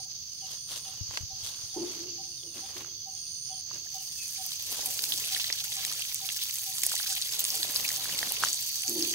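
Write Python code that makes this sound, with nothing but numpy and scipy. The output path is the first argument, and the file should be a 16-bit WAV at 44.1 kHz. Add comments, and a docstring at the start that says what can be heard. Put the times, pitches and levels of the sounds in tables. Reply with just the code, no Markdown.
"""Watering bare soil

A metal watering can is carried over dry ground, booms as its water sways, and is tipped to sprinkle soil.
The spray is noise ticks and ringing bubbles, fat drops are noise bursts; sandals scuff and crack the litter.
The can is a bank of bending modes. Insects trill as swept wing strokes, and thin chirps fall in pitch;
a far bird repeats one hollow, nearly pure hoot."""
import sys
import numpy as np
from scipy import signal
from scipy.fft import rfft, irfft, next_fast_len
from scipy.io import wavfile
from scipy.ndimage import uniform_filter1d

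SR = 44100
rng = np.random.default_rng(int(sys.argv[2]) if len(sys.argv) > 2 else 0)


def file_out(sig):
    """Save sig as 16-bit WAV at sys.argv[1]."""
    # one column per channel
    cols = np.atleast_2d(sig).T
    # limit, then scale
    lim = np.clip(cols, -1, 1)
    pcm = np.round(lim * 32767).astype(np.int16)
    wavfile.write(sys.argv[1], SR, pcm)


N = 403074
TIME = np.arange(N) / SR

# Levels in the tables are relative: most layers add gains of their own.
# Spectrum of the open air: freq_hz [Hz], density_db [dB per Hz]
AIR = [(25, -29), (45, -5), (85, 1), (130, 4), (220, -11), (400, -16.5), (800, -23), (2000, -38),
       (7000, -19), (12000, -15.5), (15500, -12.5)]
# Spectrum of the far insect chorus: freq_hz [Hz], density_db [dB per Hz]
CHORUS = [(2000, -21.5), (2700, -13), (3300, -7.5), (4050, -7.5), (4550, 6.5), (5200, 4.5), (5650, -2),
          (6050, 10), (6500, 3), (7000, -4), (8000, -32), (10000, -62)]
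# Trilling insects: time_s [s], near_cricket_db [dB], lower_cricket_db [dB], far_chorus_db [dB]
TRILLS = [(0, -49, -52, -43.5), (2.1, -51.5, -49.5, -40.5), (2.8, -48.5, -51, -44.5),
          (3.35, -44.5, -46.5, -43), (4.7, -48.5, -53.5, -39.5), (8.15, -44, -44.5, -47.5),
          (8.55, -46.5, -41, -38.5), (9.14, -39, -41, -41)]
# Buzzes of a bush cricket: start_s [s], end_s [s], level_db [dB]
BUZZES = [(-.4, 0.053, -57.5), (.27, .46, -59), (0.471, .91, -56.5), (1.353, 1.88, -60),
          (2.164, 2.717, -59), (3.066, 3.612, -55.5), (3.983, 4.54, -54)]
# Falling calls of the nearer small birds: time_s [s], level_db [dB], pitch_hz [Hz]
CHIRPS = [(.44, -49, 2940), (.86, -50, 2930), (.93, -54, 2820), (0.989, -51, 2950), (1.72, -53, 3570),
          (2.08, -52, 2800), (2.39, -48, 3630), (3.54, -47, 3240), (3.98, -46, 3020), (4.196, -45, 2610),
          (4.235, -47, 2510)]
# Runs of the far bird's hoots: start_s [s], end_s [s], beat_s [s], first_db [dB], last_db [dB]
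HOOT_RUNS = [(.003, 4.5, .4403, -49, -43.5), (4.882, 6.8, .452, -45.5, -47.5),
             (7.113, 9, .4385, -46.5, -47.5)]
# Low thumps: time_s [s], level_db [dB]
BUMPS = [(1.01, -33), (1.09, -43.5), (1.207, -39.5), (1.232, -37.5), (1.331, -45.5), (1.429, -47),
         (1.636, -46.5)]
# Steps and brushing cloth: time_s [s], half_length_s [s], grit_db [dB], swish_db [dB]
SCUFFS = [(0.518, 0.032, -51, -44), (0.72, 0.023, -53, -38.5), (0.775, 0.021, -53, -43),
          (0.916, 0.079, -57.5, -48.5), (1.162, 0.045, -46, -46.5), (1.461, 0.027, -64, -45),
          (1.553, 0.11, -58, -46), (1.929, 0.085, -48, -47), (2.571, 0.029, -52.5, -46),
          (2.694, 0.062, -52, -50.5), (2.77, 0.014, -50, -49), (2.818, 0.016, -48, -53),
          (2.866, 0.05, -58, -64), (3.749, .04, -52.5, -52), (4.76, 0.06, -47.5, -43),
          (5.002, 0.19, -53, -56), (5.88, 0.059, -49, -67), (7.405, 0.071, -47, -61),
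          (7.746, 0.15, -45, -58), (8.21, 0.16, -42, -43.5), (8.45, 0.027, -46, -35.5)]
# Spectrum of ground crumbs: freq_hz [Hz], density_db [dB per Hz]
GRIT = [(30, -49), (110, -0.5), (250, -5.5), (500, -5), (1000, -5), (1600, -8), (3000, -3), (8000, -16.5)]
# Spectrum of brushing cloth and grass: freq_hz [Hz], density_db [dB per Hz]
SWISH = [(800, -6), (2200, -11.5), (3600, 3.5), (5500, 3.5), (8000, -1), (12000, -2.5), (15500, -11)]
# Spectrum of snapping leaves: freq_hz [Hz], density_db [dB per Hz]
LITTER = [(1200, -0.5), (2200, -24), (4000, 5.5), (7000, -11), (12000, -10)]
# Knocks of clods, twigs and gouts of water: time_s [s], knock_db [dB], pitch_hz [Hz], crunch_db [dB]
CRACKS = [(1.11, -41, 920, -35), (1.1728, -36, 455, -15), (2.433, -35, 3340, -49),
          (2.846, -38.5, 1420, -37), (3.713, -37, 1090, -52), (4.792, -35, 740, -44),
          (5.3642, -25.5, 1890, -29), (5.501, -27.5, 1990, -23.5), (5.849, -31.5, 1910, -42),
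          (6.835, -25.5, 2230, -29), (6.865, -38.5, 730, -36), (6.918, -31, 1470, -30),
          (6.94, -34.5, 830, -35), (7, -29, 1610, -54), (7.062, -34.5, 1640, -48), (7.648, -36.5, 760, -33),
          (7.904, -28, 1950, -42), (8.056, -30, 1630, -40), (8.096, -31.5, 1820, -42),
          (8.229, -21.5, 1820, -19), (8.315, -36, 900, -45), (8.427, -28, 1320, -30),
          (8.4365, -11, 1430, -17.5), (8.471, -32, 1910, -37)]
# Water swaying in the can: time_s [s], level_db [dB], rise_s [s], fall_s [s], favoured_mode_hz [Hz]
SWAYS = [(1.762, -35.3, 0.0043, 0.092, 863), (1.812, -36, 0.005, 0.053, 354),
         (1.985, -47.5, 0.013, 0.14, 350), (2.429, -57, 0.013, 0.074, 483),
         (2.557, -53, 0.0058, 0.038, 252), (2.755, -49.5, 0.004, 0.094, 443),
         (3.719, -62, 0.0097, 0.095, 394), (8.879, -41.5, 0.0068, 0.15, 255),
         (8.954, -36, 0.0063, 0.091, 322), (9.105, -43, 0.0089, 0.1, 340)]
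# Modes of the can walls: mode_hz [Hz], width_hz [Hz], level_db [dB]
CAN = [(344, 17, 0.5), (320.4, 10, -9.5), (255.2, 26, -17.5), (385, 14, -12), (433, 18, -18.5),
       (485, 33, -14.5), (534, 14, -27), (594, 30, -35), (684, 22, -22), (857, 7.2, -19), (887, 15, -26),
       (1140, 21, -41)]
# Spells of low gurgling: time_s [s], half_length_s [s], level_db [dB]
GURGLES = [(4.795, 0.066, -55.5), (5.09, 0.21, -56.5), (6.895, 0.059, -62), (7.62, 0.23, -57.5),
           (8.185, 0.28, -57.5)]
# The pour builds as the can tips, then wavers with the hand: time_s [s], fine_spray_db [dB], patter_db [dB]
POUR = [(3.7, -57, -63), (3.85, -49.5, -48.5), (4.15, -47.5, -52.5), (4.55, -47, -47), (5, -40.5, -45.5),
        (5.37, -42, -38.5), (5.7, -45.5, -45), (5.9, -42, -39.5), (6.17, -46, -47.5), (6.4, -43.5, -43),
        (6.66, -42, -48.5), (6.92, -39.5, -40.5), (7.35, -41, -42), (7.65, -38, -42), (8.25, -41.5, -41.5),
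        (8.75, -41.5, -46.5), (9.13, -39.5, -43)]
# Spectrum of drops on soil: freq_hz [Hz], density_db [dB per Hz]
SOIL = [(300, -28), (600, -14.5), (1100, -22.5), (2000, -10), (3000, -2.5), (4000, 3.5), (5500, 0.5),
        (7000, -2), (8200, -6), (12000, -4), (15500, -4.5)]
# Left-right likeness of drops on the ground: freq_hz [Hz], correlation [-1 to 1]
LIKENESS = [(300, 0.3), (1200, 0.51), (2800, 0.4), (4500, 0.54), (6000, 0.47), (7500, 0.79), (15000, 0.62)]
# The fattest drops: time_s [s], level_db [dB], pitch_hz [Hz], width_octaves [octaves], length_s [s]
SPLATS = [(4.518, -35, 3660, 0.44, .0016), (4.859, -26, 10900, 0.82, 0.00085),
          (4.991, -29.5, 3600, 1.4, .0009), (5.039, -26, 4520, 0.76, 0.0015),
          (5.1215, -25, 3400, .35, .0012), (5.138, -33, 3850, .4, .0012),
          (5.2394, -34.5, 2620, 0.34, .0014), (5.322, -32, 4800, .9, .005),
          (5.347, -25.5, 3700, 0.46, .0015), (5.397, -30.5, 3200, 0.8, 0.0056),
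          (5.442, -28, 3950, 0.57, 0.0017), (5.467, -33, 3950, 0.3, .0011), (5.525, -24, 4940, .35, .0018),
          (5.6015, -33, 3600, .7, 0.0035), (5.726, -34, 3750, 0.34, 0.0021), (5.7673, -33, 6300, .9, .0011),
          (5.8493, -26.5, 4700, 1.7, 0.0015), (5.925, -32, 5600, 1.5, .0008),
          (5.934, -33, 7250, 0.81, 0.00078), (6.021, -35, 3000, 0.41, .0013),
          (6.1449, -26.5, 10000, 1.3, 0.00097), (6.289, -31, 3300, 0.62, 0.0015),
          (6.39, -35.5, 2860, 0.51, 0.0012), (6.436, -30, 10000, 1.1, 0.00058),
          (6.5406, -34.5, 6700, 0.37, 0.0012), (6.783, -30, 7200, 1.3, 0.00099),
          (6.834, -22.5, 9500, 2.1, .0008), (6.8362, -26, 6500, 1.3, 0.0009),
          (6.865, -20.5, 9500, .9, .0008), (6.896, -32, 6400, 0.91, .0008),
          (6.9543, -28.5, 6600, 0.92, .0008), (6.964, -31, 5620, .6, 0.00074),
          (7.1277, -29.5, 6500, 0.89, .001), (7.178, -33, 3000, 0.55, .0018),
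          (7.2156, -29.5, 6000, 0.91, 0.00079), (7.2216, -27.5, 4500, 0.38, 0.00087),
          (7.3933, -24.5, 9800, 1.4, 0.0011), (7.4044, -24, 14000, .4, .0007),
          (7.4415, -25, 7000, 1.6, 0.00059), (7.45, -26, 5800, 1.7, 0.0011),
          (7.503, -27, 5830, 0.41, 0.0016), (7.554, -28.5, 9400, 0.89, .0008),
          (7.6295, -24.5, 3850, .4, 0.0011), (7.76, -23, 4400, 0.37, .0013), (7.7654, -29, 5320, .3, .001),
          (7.879, -29, 5100, .5, 0.0014), (7.8893, -27, 4600, 1.1, .001), (7.962, -29.5, 6000, 0.69, .0008),
          (8.1894, -26, 4860, .8, 0.0017), (8.321, -26, 10600, 0.81, 0.00074),
          (8.4483, -27, 6600, 0.36, .0008), (8.485, -28, 4840, .7, .0015),
          (8.5297, -27, 7000, 0.42, 0.00063), (8.5435, -30.5, 7000, .8, 0.001),
          (8.8794, -25.5, 5600, .45, 0.00096), (8.895, -27.5, 10500, .7, 0.00076),
          (9.024, -24, 5200, .45, .0012)]

CUTOFF_HZ = 15700
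HOOT_HZ, HOOT_TIRING_HZ_PER_S = 772.7, 1.2  # the pitch sinks as the bird goes on
BUMP_HZ, BUMP_T60_S = 94, 0.082
CRUNCH_S = 0.0027  # decay of the crumbs around a knock
KNOCK_S = 0.00087  # even the highest knock swells for this long
POUR_START_S = 3.7
PATCHY_DB = 2.2  # spread of the spray's flicker in each band
# Lesser fat drops fall at random, more often as the soil turns to mud.
STRAY_PER_S, STRAY_DB, STRAY_SPREAD_DB = 24, -35.5, 2.3
STRAY_HZ, STRAY_OCTAVES, STRAY_FEWEST_CYCLES = 5900, 0.65, 4
MUD_FROM_S, MUD_SOAK_S = 4.4, 1.8
LEFT_LAG_S = 0.00014  # lag of the falling water on the left, below about 7 kHz


def from_db(db):
    """Decibels express the logarithm of an amplitude ratio; this inverts it."""
    return 10 ** (np.asarray(db) / 20)


def rms_one(x):
    """Mean square measures power; scale it to one."""
    return x / np.sqrt(np.mean(x ** 2) + 1e-20)


def in_time(rows):
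    """Linear interpolation gives one curve in time per column."""
    s, *columns = np.transpose(rows)
    return [np.interp(TIME, s, c) for c in columns]


def at_hz(points, hz):
    """Hearing spaces pitch by ratio, so a table is read on a log-frequency axis."""
    f, value = np.transpose(points)
    return np.interp(np.log(hz + 1e-3), np.log(f), value)


def bell(centre_s, half_s):
    """A Gaussian envelope swells and fades symmetrically."""
    return np.exp(-np.minimum(((TIME - centre_s) / half_s) ** 2, 60) / 2)


def pan(x, left_db):
    """A level difference between the ears leans a sound; positive is left."""
    return x * from_db(np.array([[.5], [-.5]]) * left_db)


def drift(rate_hz):
    """Low-passed white noise wanders slowly; the spread is 1."""
    step = 40  # samples between computed points
    r = np.exp(-2 * np.pi * rate_hz * step / SR)
    white = rng.standard_normal(N // step + 2002)
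    slow = signal.lfilter([1], [1, -2 * r, r * r], white)[2000:]
    return np.interp(np.arange(N) / step, np.arange(len(slow)), rms_one(slow))


def pair(two, alike):
    """Sum and difference of two unrelated signals give ears of a chosen correlation."""
    alike = np.clip(alike, -.98, .98)
    common = np.sqrt(1 + alike) * two[0]
    opposed = np.sqrt(1 - alike) * two[1] * np.array([[1], [-1]])
    return (common + opposed) / np.sqrt(2)


def noise(spectrum, alike):
    """White noise weighted in the frequency domain takes on a colour."""
    size = next_fast_len(N)
    white = rfft(pair(rng.standard_normal((2, size)), alike))
    gain = from_db(at_hz(spectrum, np.fft.rfftfreq(size, 1 / SR)))
    return rms_one(irfft(white * gain, size)[:, :N])


def resonate(x, hz, width_hz):
    """A pole pair near the unit circle is a damped resonance, with gain 1 on top."""
    r = np.exp(-np.pi * width_hz / SR)
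    zeros = np.array([1, 0, -1]) * (1 - r * r) / 2
    poles = [1, -2 * r * np.cos(2 * np.pi * hz / SR), r * r]
    return signal.lfilter(zeros, poles, x + 1e-18)


def band(x, low_hz, high_hz):
    """A Butterworth band-pass is smooth in its pass band."""
    edges = [low_hz, min(high_hz, .48 * SR)]
    return signal.sosfilt(signal.butter(2, edges, "band", fs=SR, output="sos"), x + 1e-18)


def add(out, s, sound):
    """Superposition: mix a short sound in at time s."""
    i = max(int(s * SR), 0)
    out[:, i:i + sound.shape[-1]] += sound[..., :N - i]


def scatter(x, t60):
    """Many small reflections form an exponentially dying cloud, different for each ear."""
    t = TIME[:int(t60 * SR)]
    cloud = rng.standard_normal((2, len(t))) * from_db(-60 * t / t60)
    cloud /= np.sqrt((cloud ** 2).sum(1, keepdims=True))
    return signal.oaconvolve(np.atleast_2d(x), cloud, axes=1)[:, :N]


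def air():
    """The open air is steady coloured noise, largely alike at both ears."""
    return from_db(-54.5) * noise(AIR, 0.77)


def stridulate(hz, strokes_per_s, sweep_hz, sharp, waver_hz):
    """Stridulation: each wing stroke is a brief tone whose pitch slides."""
    stroke = np.cumsum(strokes_per_s) / SR % 1
    pitch = hz + sweep_hz * (.5 - stroke) + waver_hz * drift(196.4)
    return rms_one(np.sin(np.pi * stroke) ** (2 * sharp) * np.sin(2 * np.pi * np.cumsum(pitch) / SR))


def insects():
    """Stroke trains, resonant noise and coloured noise: two crickets, a buzzing bush cricket, a far chorus."""
    near_db, lower_db, chorus_db = in_time(TRILLS)
    near = stridulate(6270, 76 + .5 * drift(2), sweep_hz=-500, sharp=2.8, waver_hz=150.9)
    near = from_db(near_db) * rms_one(near + from_db(-2.0) * scatter(near, t60=.08))
    lower = resonate(resonate(rng.standard_normal((2, N)), 4535, 180), 4535, 180)
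    lower = from_db(lower_db) * rms_one(lower)
    # the bush cricket swells, slows and stops in turns
    swell, age = np.zeros(N), np.zeros(N)
    for start, end, db in BUZZES:
        on = (TIME > start) & (TIME < end)
        age[on] = TIME[on] - start
        swell[on] = from_db(db) * (1 - np.exp(-age[on] / 0.095))
    buzz_hz = 9200 - 260 * np.exp(-age / 0.17)
    buzz = swell * stridulate(buzz_hz, 122 - 16 * age, sweep_hz=600, sharp=0.43, waver_hz=113.0)
    buzz = buzz + from_db(-7) * scatter(buzz, t60=.15)
    chorus = from_db(chorus_db + 1.67 * drift(20.0)) * noise(CHORUS, -0.13)
    return pan(near, -11.0) + pan(lower, -1.0) + from_db(5.0) * pan(buzz, -2.0) + pan(chorus, -3.5)


def small_birds(call_s=0.015, fall_hz_per_s=5500, twitter_db=-57.5, twitter_spread_db=5):
    """Falling frequency sweeps chirp, blurred by the trees, among constant fainter twittering."""
    out, t = np.zeros((1, N)), TIME[:SR // 8] - 1 / 16
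    chance = rng.uniform([.1, -1, 2700], [9, 1, 3800], size=(220, 3))
    twitter = [(s, twitter_db + twitter_spread_db * loud, hz) for s, loud, hz in chance]
    for s, db, hz in [*CHIRPS, *twitter]:
        wobble = np.cumsum(rng.normal(0, 0.06, len(t)))
        fall = fall_hz_per_s * rng.uniform(.3, 1.9)
        tone = np.sin(2 * np.pi * (hz * t - fall * t * t / 2) + wobble)
        add(out, s + t[0], from_db(db) * tone * np.exp(-(t / call_s) ** 2 / 2))
    return 0.6 * out + 0.8 * scatter(out, t60=.2)


def hoots(uneven_db=0.8, uneven_hz=3):
    """Periodic calling: an even beat within each run sets time, level and pitch of each hoot."""
    rows = []
    for start, end, beat, first_db, last_db in HOOT_RUNS:
        for s in np.arange(start, end, beat):
            db = np.interp(s, [start, end], [first_db, last_db]) + uneven_db * rng.standard_normal()
            hz = HOOT_HZ - HOOT_TIRING_HZ_PER_S * s + uneven_hz * rng.standard_normal()
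            rows.append((s, db, hz))
    return rows


def bird(note_s=0.015, sag_hz_per_s=250, cloud_db=-11, echo_db=-14):
    """A nearly pure tone sags in pitch, never twice the same, with delayed echoes from the trees."""
    out = np.zeros((2, N))
    for s, db, hz in hoots():
        t = TIME[:SR // 5] - min(s, .1)
        waver = np.cumsum(rng.normal(0, 0.023, len(t)))
        tone = np.sin(2 * np.pi * (hz * t - sag_hz_per_s * t * t / 2) + waver)
        swell = np.exp(-np.abs(t / (note_s * rng.uniform(.85, 1.15))) ** 2.5 / 2.5)
        add(out, s + t[0], from_db(db) * tone * swell)
    late = np.roll(out[0], int(.055 * SR))
    return pan(out + from_db(echo_db) * late + from_db(cloud_db) * scatter(out[0], t60=.4), -2.4)


def bumps():
    """Low damped oscillations thump dully, mostly on the left."""
    out, t = np.zeros((2, N)), TIME[:SR // 4]
    for s, db in BUMPS:
        swell = (1 - np.exp(-t / 0.0024)) * from_db(db - 60 * t / BUMP_T60_S)
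        add(out, s, pan(np.sin(2 * np.pi * BUMP_HZ * t) * swell, 22.0))
    return out


def litter(press, snaps_per_s=400, size_db=3.0, level_db=-7):
    """Brittle fracture: dry leaves and stalks snap under a step, each with a colour of its own."""
    edges = np.geomspace(900, 15500, 6)
    at = np.flatnonzero(rng.random(N) < snaps_per_s / SR)
    sizes = from_db(size_db * np.minimum(rng.exponential(1, len(at)), 3.5))
    out = np.zeros((2, N))
    for low, high in zip(edges, edges[1:]):
        snaps = np.zeros((2, N))
        snaps[:, at] = pair(rng.standard_normal((2, len(at))), 0.78) * sizes
        out += band(snaps, low, high) * from_db(at_hz(LITTER, np.sqrt(low * high)))
    return from_db(level_db) * press * rms_one(out + scatter(out, t60=0.0082))


def feet():
    """Friction and impact: sandals grind crumbs, cloth and grass swish, clods, twigs and gouts knock."""
    grit, swish = np.zeros(N), np.zeros(N)
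    for s, half, grit_db, swish_db in SCUFFS:
        press = bell(s, half)
        grit += from_db(grit_db) * press
        swish += from_db(swish_db) * press
    crumble = rms_one(from_db(4 * drift(200) + 2 * drift(25)))
    brush = rms_one(from_db(4 * drift(300) + 3 * drift(45)))
    grinding = crumble * grit * noise(GRIT, 0.16)
    swishing = brush * swish * noise(SWISH, 0.12)
    out = pan(grinding + swishing + litter(swish), -0.46)
    t = TIME[:2000]
    for s, db, hz, crunch_db in CRACKS:
        age = t / max(0.98 / hz, KNOCK_S)
        knock = from_db(db) * np.sin(2 * np.pi * hz * t) * age ** 2 * np.exp(2 - 2 * age)
        crumbs = pair(rng.standard_normal((2, len(t))), 0.13) * np.exp(-t / CRUNCH_S)
        add(out, s, pan(knock + from_db(crunch_db) * band(crumbs, 320, 5200), -2.0))
    return out


def can(wobble_share=0.033, wobble_hz=7.74, favour_db=12, favour_octaves=0.13,
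        flicker_db=2.5, rush_db=-21, damping_db_per_s_octave=90):
    """Modal vibration: swaying water shakes the thin walls and bends their modes; high ones die first."""
    out, t = np.zeros((2, N)), TIME[:SR]
    for s, db, rise, fall, favoured_hz in SWAYS:
        wash = wobble_hz * rng.uniform(.7, 1.3) * t + rng.random()
        bend = 1 + wobble_share * np.sin(2 * np.pi * wash)
        boom = np.zeros((2, len(t)))
        for hz, width, mode_db in CAN:
            # random phase steps broaden a mode to its width
            jitter = rng.standard_normal(len(t)) * np.sqrt(2 * np.pi * width / SR)
            phase = np.cumsum(2 * np.pi * hz * bend / SR + jitter)
            favour = favour_db * np.exp(-(np.log2(hz / favoured_hz) / favour_octaves) ** 2)
            flicker = flicker_db * np.interp(t, np.linspace(0, 1, 40), rng.standard_normal(40))
            damping = damping_db_per_s_octave * t * max(np.log2(hz / CAN[0][0]), 0)
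            tone = np.sin(phase + np.array([[0], [rng.normal(0, 0.55)]]))
            boom += tone * from_db(mode_db + favour + flicker - damping)
        rush = rms_one(band(pair(rng.standard_normal((2, len(t))), 0.39), 120, 760))
        swell = (1 - np.exp(-t / rise)) * np.exp(-t / fall)
        boom = band((rms_one(boom) + from_db(rush_db) * rush) * swell, 100, 1050)
        loudest = np.sqrt(uniform_filter1d(np.mean(boom ** 2, axis=0), size=2500).max())
        add(out, s, boom / loudest * from_db(db))
    return out


def gurgles(per_s=170, cycles=2.8, rise=0.06, size_db=3.0, low_hz=205, high_hz=950):
    """Short damped tones rise a little and blur into low, lumpy glugs of water."""
    out, t = np.zeros((2, N)), TIME[:SR // 12]
    for when, pitch, size, apart in rng.random((int(per_s * N / SR), 4)):
        hz = low_hz * (high_hz / low_hz) ** (pitch ** 0.75)
        age = t * hz / cycles
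        phase = 2 * np.pi * hz * t * (1 + rise * np.minimum(age, 2) / 2)
        glug = np.sin(phase + np.array([[0], [2 * apart - 1]])) * np.exp(-age) * (1 - np.exp(-t * hz))
        add(out, when * N / SR, glug * from_db(size_db * np.minimum(-np.log(size + 1e-9), 2.5)))
    swell = sum(from_db(db) * bell(s, half) for s, half, db in GURGLES)
    return swell * rms_one(out + scatter(out, t60=.1))


def water_db(hz, fine_db, patter_db):
    """Drop size sets the spectrum: heavy drops govern the middle, fine ones the top."""
    fine = np.interp(hz, [3500, 9000], [0, 1])
    return fine * (fine_db + 10.0) + (1 - fine) * (patter_db + 8.5) + at_hz(SOIL, hz)


def drops(per_s, size_db, clump_db):
    """A random point process whose rate drifts: jets break into clumps of drops of chance size."""
    flow = np.clip((TIME - POUR_START_S) / .8, 0, 1)
    at = np.flatnonzero(rng.random(N) < flow * per_s * from_db(clump_db * drift(30)) / SR)
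    return at, from_db(size_db * np.minimum(rng.exponential(1, len(at)), 4.3))


def bubbles(life_s=0.001, rise=0.014, level_db=-8.0):
    """Bubble resonance: air in the wet crumbs bursts with a few cycles; small bubbles die sooner."""
    fine_db, patter_db = in_time(POUR)
    at, sizes = drops(per_s=1100, size_db=3.5, clump_db=3.0)
    out, t = np.zeros((2, N)), TIME[:350]
    pitches = 1200 + 14300 * rng.random(len(at)) ** 1.32
    for i, size, hz in zip(at, sizes, pitches):
        life = life_s * rng.uniform(.3, 1.5) * (6000 / hz) ** .3
        apart = np.arccos(np.clip(at_hz(LIKENESS, hz), -1, 1)) * rng.normal(0, 0.83)
        phase = 2 * np.pi * hz * t * (1 + rise * np.minimum(t / life, 4) / 4)
        ring = np.sin(phase + np.array([[0], [apart]])) * np.exp(-t / life) * (1 - np.exp(-t * hz))
        gain = size * from_db(level_db + water_db(hz, fine_db[i], patter_db[i]))
        add(out, i / SR, pan(ring, rng.normal(-6.0, 2.1)) * gain)
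    return out


def plops(per_s=150, cycles=1.9, level_db=-2, lowest_hz=700, octaves=3.1, size_db=2.6):
    """Heavily damped oscillation: heavier drops slap the mud for a few cycles at any middle pitch."""
    fine_db, patter_db = in_time(POUR)
    at, sizes = drops(per_s, size_db, clump_db=4.0)
    out, t = np.zeros((2, N)), TIME[:1200]
    pitches = lowest_hz * 2 ** (octaves * rng.random(len(at)) ** 0.71)
    for i, size, hz in zip(at, sizes, pitches):
        age = t * hz / cycles
        tone = np.sin(2 * np.pi * hz * t + np.array([[0], [rng.normal(0, 0.93)]]))
        gain = size * from_db(level_db + water_db(hz, fine_db[i], patter_db[i]))
        add(out, i / SR, tone * age * np.exp(1 - age) * gain)
    return out


def stray_drops():
    """Chance arrivals grow with soaking: rows like the fattest drops, from ticks to soft splashes."""
    chance = rng.random((300, 4))
    level, pitch = np.clip(rng.standard_normal((2, len(chance))), -2, 1.5)
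    s = chance[:, 0] * N / SR
    mud = np.clip((s - MUD_FROM_S) / MUD_SOAK_S, 0, 1)
    db = STRAY_DB + STRAY_SPREAD_DB * level
    hz = STRAY_HZ * 2 ** (STRAY_OCTAVES * pitch)
    cycles = STRAY_FEWEST_CYCLES * 5 ** chance[:, 3]
    rows = np.transpose([s, db, hz, .3 + .7 * chance[:, 2], cycles / hz])
    return list(rows[chance[:, 1] < mud * STRAY_PER_S * N / SR / len(chance)])


def splats(skirt_db=-12, wet_db=-20, wet_s=.004, level_db=0.5, left_db=-1.8, spread_db=1.2):
    """Impact noise: fat drops smack sharp and broad on crumbs, round and longer in puddles."""
    out, t = np.zeros((2, N)), TIME[:900]
    for s, db, hz, octaves, length in [*SPLATS, *stray_drops()]:
        swell = t / length * np.exp(1 - 2 * t / length) + from_db(wet_db) * np.exp(-t / wet_s)
        burst = pair(rng.standard_normal((2, len(t))), .7) * swell
        half = 2 ** (octaves / 2)
        core = rms_one(band(burst, hz / half, hz * half))
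        skirt = rms_one(band(burst, hz / 3, hz * 2))
        smack = core + from_db(skirt_db) * skirt
        smack = smack / np.sqrt(np.mean(smack[:, :SR // 200] ** 2))  # unit power over the first 5 ms
        add(out, s, pan(smack, left_db + spread_db * rng.standard_normal()) * from_db(db + level_db))
    return out


def spray(colour_db=1.5, mist_db=-12, splash_db=-1.0, crown_s=0.008, level_db=-4.5):
    """Impulsive impact: each drop bursts into ticks of its own colour; tiny droplets merge to a hiss."""
    pour = in_time(POUR)
    at, sizes = drops(per_s=800, size_db=2.7, clump_db=3.0)
    edges = np.geomspace(280, 17000, 13)
    out = np.zeros((2, N))
    for low, high in zip(edges, edges[1:]):
        hz = np.sqrt(low * high)
        alike = at_hz(LIKENESS, hz)
        strength = sizes * from_db(colour_db * np.clip(rng.standard_normal(len(at)), -2, 1.5))
        # a drop flattens on the crumbs over about a millisecond
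        delays = rng.triangular(0, 25, 70, (4, len(at))).astype(int)  # samples
        ticks = np.zeros((2, N))
        for touch in np.minimum(at + delays, N - 1):
            ticks[:, touch] += pair(rng.standard_normal((2, len(at))), alike) * strength
        ticks = rms_one(ticks)
        # each impact throws up a crown that falls back within a few milliseconds
        fall = np.exp(-1 / (crown_s * SR))
        crown = signal.lfilter([1 - fall], [1, -fall], ticks[0] ** 2 + ticks[1] ** 2 + 1e-18) / 2
        hiss_gain = np.sqrt(from_db(splash_db) ** 2 * crown + from_db(mist_db) ** 2)
        hiss = pair(rng.standard_normal((2, N)), alike) * hiss_gain
        gain = from_db(level_db + water_db(hz, *pour) + PATCHY_DB * drift(17.3))
        out += band(ticks + hiss, low, high) * gain
    return pan(out, -0.52) * np.clip((TIME - POUR_START_S) / 0.11, 0, 1)


def off_centre(x):
    """Phase shift: below about 7 kHz the left lags the right slightly; above, it is a full cycle."""
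    size = next_fast_len(N)
    cycles = np.minimum(np.fft.rfftfreq(size, 1 / SR) * LEFT_LAG_S, 1)
    left = irfft(rfft(x[0], size) * np.exp(-2j * np.pi * cycles), size)[:N]
    return np.array([left, x[1]])


def scene():
    """Superposition of all sources; those near the ground scatter faintly from leaves and soil."""
    water = off_centre(spray() + bubbles() + plops() + splats())
    close = water + gurgles() + feet()
    around = from_db(-15) * scatter(close, t60=.06)
    return close + around + can() + bumps() + bird() + small_birds() + insects() + air()


def record(dry):
    """An elliptic low-pass cuts the top steeply."""
    return signal.sosfilt(signal.ellip(10, .1, 70, CUTOFF_HZ, fs=SR, output="sos"), dry)


dry = scene()
out = record(dry)
file_out(out)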